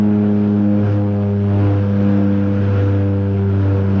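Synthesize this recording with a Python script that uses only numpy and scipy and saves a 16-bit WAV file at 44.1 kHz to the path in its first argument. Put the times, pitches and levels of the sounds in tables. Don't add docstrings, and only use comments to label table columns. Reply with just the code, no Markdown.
import sys
import numpy as np
from scipy import signal
from scipy.fft import rfft, irfft
from scipy.io import wavfile
from scipy.ndimage import uniform_filter1d

SR = 44100
rng = np.random.default_rng(int(sys.argv[2]) if len(sys.argv) > 2 else 0)


def bounce(signal):
    frames = np.transpose(np.atleast_2d(signal))
    limited = np.clip(frames, -1, 1)
    pcm = np.round(limited * 32767).astype(np.int16)
    wavfile.write(sys.argv[1], SR, pcm)


N = 176400
TIME = np.arange(N) / SR

# pitch_hz, level_db (in a band 1 Hz wide)
AIR_COLOUR = [(20, -72.5), (45, -70.5), (65, -63), (100, -53), (150, -58), (230, -54), (340, -56),
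              (450, -59.5), (560, -61), (750, -66), (1000, -68), (1200, -69.5), (1400, -66.5),
              (1620, -69.5), (1850, -75.5), (2200, -76), (2500, -75.5), (3200, -80.5), (4000, -88),
              (5400, -91.5), (6500, -99), (7200, -106)]
# time_s, gain_db
AIR_ROAR = [(0, 1.5), (.7, -1), (1.1, 1.5), (1.4, -0.5), (1.68, 1.5), (1.9, -1), (2.2, -0.5), (2.7, -1),
            (3.2, 0), (3.6, -0.5), (4, -2)]
# time_s, gain_db
AIR_HISS = [(0, -1.5), (.5, .3), (.72, -3.5), (.88, -2), (1.2, 3), (1.4, 1.5), (1.6, 1), (1.85, -1),
            (2.1, -1.5), (2.5, -1.5), (2.75, -1), (3.0, -0.5), (3.3, 1), (4, -3)]
# pitch_hz, width_hz, level_db
PANELS = [(1379, 96, -45.5), (1630, 71, -50)]
# time_s, gain_db
PANEL_RASP = [(0, -1.5), (.7, -2.5), (1.3, -0.5), (1.7, -1), (1.95, -1), (2.4, 1), (2.8, 0.5), (3.1, 0.5),
              (3.6, 1.5), (4, -3.5)]

# time_s, slower_propeller_hz, faster_propeller_lead_hz
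BLADE_RATES = [(0, 104.3, -0.091), (.35, 103.3, -.02), (.6, 102.4, 0.425), (.8, 102.3, 0.96),
               (1, 101.6, 1.09), (1.3, 100.9, 0.169), (1.65, 100.1, 0.77), (2, 99.9, 0.623),
               (2.4, 99.67, 0.167), (2.8, 98.9, 0.555), (3.2, 98.87, .24), (3.6, 97.75, 1.05),
               (4, 97.5, .44)]
# harmonic, slower_propeller_db, faster_propeller_db, cancel_time_s, cabin_db_per_hz
BEATING_HARMONICS = [(1, -23.5, -16, 2.186, 0.05), (2, -21.5, -22.5, 1.725, 1.23),
                     (3, -27, -30.5, 1.34, 0.72), (7, -53, -43.5, 1.377, 0.6), (8, -46.5, -55.5, 2, 1.5),
                     (9, -54, -48.5, 2.17, -0.4), (10, -52.5, -52.5, 1.85, -0.5),
                     (11, -55, -59.5, 2.12, -0.2), (12, -58.5, -57, 1.36, 2)]
# time_s, level_db
FOURTH_HARMONIC = [(0, -28.5), (.25, -23), (.55, -24.5), (0.679, -43), (0.799, -28), (.97, -36.5),
                   (1.08, -25.5), (1.33, -21), (1.6, -28), (1.92, -36.5), (2.1, -37), (2.399, -40.5),
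                   (3.05, -32), (3.48, -22), (3.68, -36.5), (3.8, -28), (4, -36)]
# time_s, level_db
FIFTH_HARMONIC = [(0, -37), (.1, -41), (.3, -30), (.57, -38), (.73, -25), (.85, -34), (1, -25.5),
                  (1.3, -25), (1.47, -41), (1.68, -29), (2.25, -28.5), (2.75, -29.5), (3.25, -25.5),
                  (3.58, -41), (3.75, -26.5), (4, -37)]
# time_s, level_db
SIXTH_HARMONIC = [(0, -34.5), (0.349, -35.5), (.5, -37.5), (0.651, -34), (.9, -48), (1.05, -39),
                  (1.22, -27), (1.38, -37), (1.56, -28.5), (1.71, -46.5), (1.98, -36.5), (2.25, -43),
                  (2.6, -43.5), (2.85, -50.5), (3.02, -34), (3.25, -37), (3.469, -50.5), (3.66, -35),
                  (4, -47)]
# time_s, gain_db
BUZZ = [(0, 0.5), (.5, 1), (.72, -6.5), (.92, -3.5), (1.05, 6.5), (1.25, 5.5), (1.42, 1.5), (1.64, 6.5),
        (1.73, 3), (1.85, -2.5), (2.5, -8), (3, -1), (3.35, 2.5), (3.65, -1), (4, -3)]
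# multiple_of_shaft_rate, level_db
SHAFT_TONES = [(2, -49.5), (4, -40), (7, -43.5), (11, -51), (14, -46.5), (20, -51)]
# time_s, gain_db
SWELL = [(0, 2), (.4, 0.5), (.7, 1.5), (.92, 1), (1.1, -1.9), (1.4, -1), (1.65, 2.66), (1.87, -0.5),
         (2.08, 2.65), (2.5, -0.5), (2.8, 2), (3.25, -1.6), (3.55, 0.6), (3.72, 1.8), (3.85, -0.2),
         (4, 2.5)]

BLADES, CRUISE_HZ = 3, 100


def amp(db):
    return 10 ** (np.asarray(db) / 20)


def curve(points, at=TIME, column=1):
    table = np.transpose(points)
    return np.interp(at, table[0], table[column])


def wander(rate_hz):
    hz = np.fft.rfftfreq(N, 1 / SR)
    wobble = irfft(rfft(rng.standard_normal(N)) / (1 + (hz / rate_hz) ** 2), N)
    return wobble / wobble.std()


def slipstream(hiss_above_hz=1090, patch_db=1.21, gust_db=0.43):
    frames = dict(nperseg=1024, noverlap=768)
    hz, times, spectrum = signal.stft(rng.standard_normal(N), SR, **frames)
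    patches = uniform_filter1d(rng.standard_normal(spectrum.shape), size=9, axis=0)
    patches = uniform_filter1d(patches, size=12, axis=1)
    hiss_share = (hz ** 2 / (hz ** 2 + hiss_above_hz ** 2))[:, None]
    gain_db = hiss_share * curve(AIR_HISS, times) + (1 - hiss_share) * curve(AIR_ROAR, times)
    spectrum *= amp(gain_db + patch_db * patches / patches.std())
    noise = signal.istft(spectrum, **frames)[1][:N]
    air_hz, air_db = np.transpose(AIR_COLOUR)
    colour_db = np.interp(np.log(np.fft.rfftfreq(N, 1 / SR) + 1), np.log(air_hz), air_db)
    air = irfft(rfft(noise) * amp(colour_db), N) * np.sqrt(SR / 2)
    return air * amp(gust_db * wander(rate_hz=17))


def panel_rasp():
    hz = np.fft.rfftfreq(N, 1 / SR)
    rasp = np.zeros(N)
    for pitch_hz, width_hz, level_db in PANELS:
        ring = irfft(rfft(rng.standard_normal(N)) / (1 + ((hz - pitch_hz) / width_hz) ** 2), N)
        rasp += amp(level_db) * ring / ring.std()
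    return rasp * amp(curve(PANEL_RASP))


def blade_tone(passes, multiple, waver_db=0.2353, waver_rad=0.011, waver_hz=14):
    strength = np.sqrt(2) * amp(waver_db * np.sqrt(multiple) * wander(waver_hz))
    phase = 2 * np.pi * (multiple * passes + rng.random())
    phase += multiple * waver_rad * wander(waver_hz)
    return strength * np.exp(1j * phase)


def propellers():
    rate_hz = curve(BLADE_RATES)
    passes = np.cumsum(rate_hz) / SR
    lead = np.cumsum(curve(BLADE_RATES, column=2)) / SR
    swelling = [(4, FOURTH_HARMONIC), (5, FIFTH_HARMONIC), (6, SIXTH_HARMONIC)]
    drone = sum(amp(curve(levels)) * blade_tone(passes, harmonic) for harmonic, levels in swelling)
    for harmonic, slower_db, faster_db, cancel_s, cabin_db_per_hz in BEATING_HARMONICS:
        slip = lead - np.interp(cancel_s, TIME, lead)
        beat = amp(slower_db) - amp(faster_db) * np.exp(2j * np.pi * harmonic * slip)
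        cabin_db = cabin_db_per_hz * (rate_hz - CRUISE_HZ)
        buzz_db = curve(BUZZ) if harmonic > 6 else 0
        drone += blade_tone(passes, harmonic) * beat * amp(cabin_db + buzz_db)
    for multiple, level_db in SHAFT_TONES:
        drone += amp(level_db) * blade_tone(passes + lead / 2, multiple / BLADES)
    return drone.real


def scene(halving_pressure=0.37, crest_bias=0.019):
    drone = propellers()
    flutter = 1 / (1 + ((drone + crest_bias) / halving_pressure) ** 4)
    noise = slipstream() + panel_rasp()
    return (drone + flutter * noise)[None]


def record(dry, resting_db=-15, react_s=0.051, ceiling=0.52, knee=5.1):
    window = round(react_s * SR)
    power = uniform_filter1d(uniform_filter1d(dry[0] ** 2, window), window)
    control_db = 0.85 * (resting_db - 10 * np.log10(power))
    sound = dry * amp(control_db + curve(SWELL))
    sound = sound / (1 + abs(sound / ceiling) ** knee) ** (1 / knee)
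    rumble_cut = signal.butter(1, 24, "highpass", fs=SR, output="sos")
    treble_cut = signal.firwin(511, 7300, window=("kaiser", 9), fs=SR)
    sound = signal.sosfilt(rumble_cut, sound)
    return signal.oaconvolve(sound, treble_cut[None], "same")


dry = scene()
out = record(dry)
bounce(out)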